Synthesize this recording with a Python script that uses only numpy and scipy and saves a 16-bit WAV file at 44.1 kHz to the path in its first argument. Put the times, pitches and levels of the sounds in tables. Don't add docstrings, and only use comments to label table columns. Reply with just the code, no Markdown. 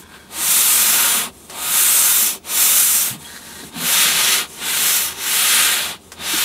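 import sys
import numpy as np
from scipy import signal
from scipy.fft import rfft, irfft
from scipy.io import wavfile

SR = 44100
rng = np.random.default_rng(int(sys.argv[2]) if len(sys.argv) > 2 else 0)


def bounce(signal):
    frames = np.transpose(np.atleast_2d(signal))
    limited = np.clip(frames, -1, 1)
    pcm = np.round(limited * 32767).astype(np.int16)
    wavfile.write(sys.argv[1], SR, pcm)


def volts(x):
    e = np.asarray(x, float) / 20
    return 10 ** e


N = 284004


def rms_one(x):
    return x / np.sqrt(np.mean(x ** 2) + 1e-20)


def colour(x, points, skirt_db=0):
    hz = np.maximum(np.fft.rfftfreq(len(x), 1 / SR), 1)
    at, db = np.transpose(points)
    beyond = np.maximum(np.log2(at[0] / hz), 0) + np.maximum(np.log2(hz / at[-1]), 0)
    gain_db = np.interp(np.log(hz), np.log(at), db) - skirt_db * beyond
    return irfft(rfft(x) * volts(gain_db), len(x))


def share(x, low_hz, high_hz):
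    hz = np.fft.rfftfreq(len(x), 1 / SR) + 1
    return irfft(rfft(x) / (1 + (low_hz / hz) ** 16) / (1 + (hz / high_hz) ** 16), len(x))


def drift(rate):
    r = np.exp(-80 * np.pi * rate / SR)
    slow = signal.lfilter([1], [1, -2 * r, r * r], rng.standard_normal(N // 40 + 2002))[2000:]
    return np.interp(np.arange(N) / 40, np.arange(len(slow)), rms_one(slow))


def resonance(x, hz, width_hz):
    r = np.exp(-np.pi * width_hz / SR)
    zeros = np.array([1, 0, -1]) * (1 - r * r) / 2
    return signal.lfilter(zeros, [1, -2 * r * np.cos(2 * np.pi * hz / SR), r * r], x)


def grit(per_s, uneven_db, clump_db):
    sizes = volts(uneven_db * np.minimum(rng.exponential(1, N), 5)) * rng.choice([-1, 1], N)
    strikes = rng.random(N) < per_s / SR
    return rms_one(sizes * strikes * volts(clump_db * drift(53)))


def body(broad, modes, wander_db):
    lifts = [(volts(lift_db + wander_db * drift(2.1)) - 1) * resonance(broad, hz, width)
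             for hz, width, lift_db in modes]
    return rms_one(broad + sum(lifts))


def struck(rows, rise_s):
    out, t = np.zeros(N + SR), np.arange(SR // 2) / SR
    for s, db, hz, t60 in rows:
        swell = volts(db - 60 * t / t60) * (1 - np.exp(-t / rise_s))
        out[round(s * SR):][:len(t)] += swell * np.sin(2 * np.pi * hz * t)
    return out[:N]


def echoes(x, t60):
    t = np.arange(SR // 2) / SR
    tail = rng.standard_normal(len(t)) * volts(-60 * t / t60) * (t > .004)
    return signal.fftconvolve(x, tail / np.sqrt(np.sum(tail ** 2)))[:N]


def shop_air():
    # pitch in Hz, level in dB per Hz.
    air_colour = [(25, -13), (50, -11), (65, -1), (100, -8.5), (200, -19), (450, -9), (1000, -15.5),
                  (2000, -28), (4700, -24), (10000, -30), (15500, -33)]
    air = volts(-51) * rms_one(colour(rng.standard_normal(N), air_colour, skirt_db=20))
    hum = rms_one(resonance(rng.standard_normal(N), hz=79, width_hz=4.4))
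    return air + volts(-53.5) * hum


def lever_ticks():
    # start in seconds, peak in dB, pitch in Hz, t60 in seconds.
    tick_rows = [
        (3.2487, -34, 3220, .08),
        (3.249, -30, 3300, 0.15),
    ]
    return struck(tick_rows, rise_s=.001)


def toe_taps():
    # start in seconds, peak in dB, pitch in Hz, t60 in seconds.
    tap_rows = [
        (3.629, -27, 270, .09),
        (3.63, -30, 440, .06),
        (3.631, -33, 690, .05),
        (3.645, -30, 160, .1),
    ]
    return struck(tap_rows, rise_s=0.0021)


def bench_knocks():
    # start in seconds, peak in dB, pitch in Hz, t60 in seconds.
    knock_rows = [(0.374, -26, 325, 0.15), (1.809, -29, 366, 0.15), (2.22, -24, 212, 0.13),
                  (3.106, -17.5, 129, 0.1), (3.135, -30, 292, 0.11), (3.16, -29.5, 150, 0.23),
                  (3.734, -24, 270, .12), (3.758, -16, 237, 0.12), (3.78, -24, 190, .08),
                  (3.811, -18.5, 244, 0.18), (5.42, -28, 208, 0.13), (6.335, -7.5, 314, 0.054)]
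    # start in seconds, peak in dB, pitch in Hz, t60 in seconds.
    answer_rows = [
        (3.12, -28, 217, 0.21),
        (3.761, -27, 167, 0.26),
        (3.832, -22, 172.5, 0.13),
        (6.34, -22, 200, .1),
    ]
    return struck(knock_rows + answer_rows, rise_s=0.01)


def scuffs():
    # start in seconds, peak in dB, t60 in seconds.
    scuff_rows = [
        (1.498, -25.5, 0.14),
        (6.119, -26, 0.12),
    ]
    t = np.arange(N) / SR
    grains = colour(rng.standard_normal(N), [(500, 2), (4500, -6), (8000, -3.5), (14000, -15)], skirt_db=12)
    bursts = sum(volts(db - 3 - 60 * np.maximum(t - s, 0) / t60) * (t > s) for s, db, t60 in scuff_rows)
    return rms_one(grains) * bursts


def nudges():
    # time in seconds, level in dB.
    nudge_levels = [
        [(0.0, -48), (0.118, -50), (0.154, -40), (0.176, -50), (0.204, -46), (0.294, -55), (0.3, -61)],
        [(3.2, -54), (3.274, -42), (3.288, -40), (3.372, -36.5), (3.394, -47), (3.608, -38.5), (3.664, -48),
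         (3.68, -52), (3.7, -68)],
    ]
    # pitch in Hz, width in Hz, level in dB.
    nudge_songs = [
        [(1020, 89, -1), (1540, 150, 2), (2200, 80, -6), (3310, 83, -2), (4000, 120, -15)],
        [(1560, 80, 1), (1670, 100, 3.5), (1856, 67, 5.5), (3450, 120, 0), (3900, 120, 3), (4120, 200, -1)],
    ]
    grains, t, out = grit(8300, uneven_db=6.0, clump_db=1.0), np.arange(N) / SR, 0
    for rows, modes in zip(nudge_levels, nudge_songs):
        song = sum(volts(db + 1.2 * drift(6.7)) * resonance(grains, hz, width) for hz, width, db in modes)
        level_db = np.interp(t, *np.transpose(rows), left=-120, right=-120) + 1.0
        out = out + rms_one(song) * volts(level_db)
    return out


def ramp(start, end, rise_s, fall_s):
    t = np.arange(N) / SR
    rise = np.sin(np.pi / 2 * np.clip((t - start) / rise_s, 0, 1))
    return rise * np.sin(np.pi / 2 * np.clip((end - t) / fall_s, 0, 1))


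def motion():
    # start in seconds, end in seconds, top hiss in dB, speeding up in seconds,
    # slowing down in seconds.
    stroke_rows = [
        (0.253, 1.331, -14, 0.34, 0.23),
        (1.433, 2.411, -14, 0.49, 0.2),
        (2.409, 3.211, -14.5, 0.23, .3),
        (3.675, 4.494, -15, 0.35, 0.17),
        (4.495, 5.213, -16.5, 0.38, 0.31),
        (5.084, 6.015, -16, 0.34, 0.38),
        (6.126, 6.95, -17, 0.32, .3),
    ]
    # time in seconds, half width in seconds,
    # loss in dB (negative = surge).
    falter_rows = [(.56, 0.12, -0.8), (1.1, 0.076, 3), (1.78, 0.064, -2.5), (2.62, 0.07, -1.8),
                   (2.78, 0.047, -2.5), (3.89, 0.043, -2.5), (4.02, 0.075, -2), (4.14, 0.096, 2),
                   (4.58, 0.06, 1.5), (4.66, 0.059, -3), (5.58, .12, -2.5), (5.92, 0.067, -5),
                   (6.27, .04, -1)]
    # start in seconds, end in seconds, hiss in dB,
    # drive of the bodies against the hiss in dB.
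    creep_rows = [
        (-.1, 0.049, -38.5, -5),
        (0.035, 0.305, -52.5, 0),
        (.1, 0.192, -48.5, 12),
        (1.3, 1.55, -45.5, -6),
        (3.166, 3.443, -39, -6),
        (3.39, 3.722, -39, -4.5),
        (4.452, 4.66, -38, -7),
        (5.977, 6.163, -50, -9),
    ]
    # time in seconds, load from 0 to 1.
    load_rows = [(.3, 0.47), (.7, 0.58), (1.0, 1), (1.2, 1), (1.6, 0.68), (1.9, 0.4), (2.3, 0.26),
                 (2.72, 0.55), (2.86, 0.05), (3.1, 0.0), (3.8, 0.35), (4.1, 0.78), (4.4, 0.71), (4.7, 0.57),
                 (5.05, 0.14), (5.6, 0.77), (5.9, 0.64), (6.4, 0.57)]
    edge_s, speed_power, rest = 0.076, 2.49, volts(2 * -60)
    t = np.arange(N) / SR
    power = sum((volts(db) * ramp(start, end, rise_s, fall_s) ** speed_power) ** 2
                for start, end, db, rise_s, fall_s in stroke_rows)
    loss_db = sum(db * np.exp(-((t - s) / width) ** 2) for s, width, db in falter_rows)
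    power = power * volts(-2 * loss_db)
    creeps = [(volts(db) * ramp(start, end, edge_s, edge_s)) ** 2 for start, end, db, _ in creep_rows]
    hiss = power + sum(creeps) + rest
    drive = power + sum(c * volts(2 * row[-1]) for c, row in zip(creeps, creep_rows)) + rest
    under_way = power / hiss
    load = np.interp(t, *np.transpose(load_rows)) * under_way
    return 10 * np.log10(hiss), 10 * np.log10(drive), load, 1 - under_way


def layer_levels(hiss_db, drive_db, load, worn):
    # level at the knee in dB,
    # knee in dB, slope above in dB per dB, slope below in dB per dB.
    follow_laws = [(-36, -31, .65, 0.81), (-45.5, -36.5, 0.22, 0.74), (-45.5, -41, 0.042, 0.31),
                   (4, -23, 0.071, 0.26)]
    # worn paper in dB, full load on fresh paper in dB,
    # full load on worn paper in dB.
    layer_shifts = [(1.5, 0.5, -4), (4, 5.5, 6), (3.5, 9, 6.5), (1.5, 5, 6.5), (4.5, -1, -10)]
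    laws = [hiss_db]
    for db, knee_db, above, below in follow_laws:
        over_db = drive_db - knee_db
        laws.append(db + above * np.maximum(over_db, 0) + below * np.minimum(over_db, 0))
    return [law + worn * worn_db + load * ((1 - worn) * load_db + worn * worn_load_db)
            for law, (worn_db, load_db, worn_load_db) in zip(laws, layer_shifts)]


def grain_hiss(top, worn, sparkle_db):
    # pitch in Hz, level in dB per Hz.
    fresh_paper = [(2470, -36), (4200, 2), (4760, -8), (6010, 0), (9600, 3), (11900, 0.5), (15400, -6.5)]
    # pitch in Hz, level in dB per Hz.
    worn_paper = [(2470, -30), (4200, 1), (4970, -7.5), (5790, -1), (10600, 0), (11900, -2.5),
                  (15400, -10.5)]
    # pitch in Hz, width in Hz, lift in dB.
    sole_modes = [(5720, 740, 2), (7500, 51, 2.4), (8300, 360, 1.2), (9650, 160, 0.37)]
    hiss = (1 - worn) * rms_one(colour(top, fresh_paper)) + worn * rms_one(colour(top, worn_paper))
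    hiss = body(hiss, sole_modes, wander_db=-3.0)
    return hiss + (volts(sparkle_db) - 1) * share(hiss, 11900, SR)


def casting_ring(ring, worn, load):
    # pitch in Hz, level in dB per Hz.
    fresh_ring = [(560, -30), (950, 5), (1150, -10), (1240, -1), (1330, -2.5), (1700, -5), (2520, 0),
                  (3200, -1), (3620, 2.5), (4670, -3.5), (5400, 1.5), (7020, -28), (11900, -120)]
    # pitch in Hz, level in dB per Hz.
    worn_ring = [(560, -39), (950, -30), (1060, -18), (1230, -6), (2950, -0.5), (3250, -0.5), (3780, 1.5),
                 (4770, -5), (5400, 0.5), (7020, -36), (11900, -120)]
    # pitch in Hz, width in Hz, lift in dB.
    iron_modes = [(1257, 47, 2.5), (1428, 45, 3.5), (1535, 160, 2.5), (1700, 13, -14), (1925, 77, 0.5),
                  (2460, 13, 2), (2830, 7, -1.5), (3180, 16, -7), (3250, 88, 1.5), (3680, 170, -9),
                  (3700, 34, 3), (3670, 35, 7), (4470, 350, -1.5)]
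    casting = (1 - worn) * rms_one(colour(ring, fresh_ring)) + worn * rms_one(colour(ring, worn_ring))
    casting = body(casting, iron_modes, wander_db=1.5)
    return casting + (volts(0.5 * (load - .5)) - 1) * share(casting, 2200, SR)


def glass_ring(grains):
    # pitch in Hz, level in dB per Hz.
    plate_colour = [(230, -42), (390, 5), (517, -9), (673, -4.5), (889, -1.5), (1010, -2), (1160, 10),
                    (1250, 15.5), (1620, -29), (2750, -120)]
    # pitch in Hz, width in Hz, lift in dB.
    plate_modes = [(549, 130, 5), (587, 11, 5.9), (698, 120, 3.4), (880, 20, 1.4), (913.5, 39, 8.1)]
    return body(colour(grains, plate_colour), plate_modes, wander_db=1.6)


def bench_rumble(grains):
    # pitch in Hz, level in dB per Hz.
    wood_colour = [(59, -49), (100, -15.5), (194, 0), (243, 0.5), (279, -7), (312, -2.5), (339, -11),
                   (520, 2), (680, -33), (1140, -120)]
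    # pitch in Hz, width in Hz, lift in dB.
    wood_modes = [(147, 34, 3.8), (200, 7.8, 0.44), (245, 120, 1.2), (337, 25, 3.1), (365, 49, 6.7)]
    return body(colour(grains, wood_colour), wood_modes, wander_db=2.5)


def sanding():
    hiss_db, drive_db, load, creeping = motion()
    grains = grit(20000, uneven_db=1.36, clump_db=0.55)
    low, middle, high = 450, 1100, 4800
    worn = np.clip((np.arange(N) / SR - 2.99) / 0.1, 0, 1)
    hiss_db, casting_db, glass_db, bench_db, sparkle_db = layer_levels(hiss_db, drive_db, load, worn)
    sparkle_db = sparkle_db + creeping * np.interp(worn, [0, 1], [3, -4])
    hiss = grain_hiss(share(grains, high, SR), worn, sparkle_db)
    casting = casting_ring(share(grains, middle, high), worn, load)
    glass = glass_ring(share(grains, low, middle))
    bench = bench_rumble(share(grains, 1, low))
    return volts(hiss_db) * hiss + volts(casting_db) * casting + volts(glass_db) * glass + volts(bench_db) * bench


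def unlike(mid):
    # low edge in Hz, high edge in Hz, level under the mid in dB, flicker in dB.
    width_bands = [(40, 340, -31, 7), (396, 1520, -26, 1.5), (1510, 1600, -35.5, 7.5),
                   (2400, 3640, -38.5, 8), (3480, 4220, -27.5, -0.5), (4530, 5400, -25, -5),
                   (5400, 6060, -22.5, 6.5), (6360, 7400, -28.5, 9), (9400, 10500, -28.5, 10.5),
                   (10900, 13200, -43.5, 12)]
    scattered = echoes(mid, t60=0.032) + 1.96 * mid
    out = 0
    for low_hz, high_hz, db, flicker_db in width_bands:
        band = signal.butter(2, [low_hz, high_hz], "band", fs=SR, output="sos")
        flicker = volts(db + flicker_db * np.minimum(drift(11.7), 1.3))
        out = out + flicker * signal.sosfilt(band, scattered)
    return out


def scene():
    # pitch in Hz, left minus right in dB.
    port_lean = [(60, -4.5), (110, -2), (200, -3), (380, 2.5), (700, 1.5), (1290, 1.5), (2380, 10),
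                 (4400, 33), (8120, 0.5), (15000, 0.0)]
    near = sanding() + nudges() + bench_knocks() + toe_taps() + lever_ticks() + scuffs()
    mid = near + volts(-12.5) * echoes(near, t60=0.1) + shop_air()
    hz, lean_db = np.transpose(port_lean)
    half = np.transpose([hz, lean_db / 2 / (1 + (hz / 1600) ** 4)])
    side = unlike(mid)
    return np.array([colour(mid, half) + side, colour(mid, half * [1, -1]) - side])


def low_pass(x):
    return signal.sosfilt(signal.butter(12, 16910, fs=SR, output="sos"), x)


def record(dry):
    rounded = 1.398 * np.tanh(dry / 1.611)
    spectrum = rfft(rounded) * (np.fft.rfftfreq(N, 1 / SR) < 15620)
    return low_pass(irfft(spectrum, N))


dry = scene()
out = record(dry)
bounce(out)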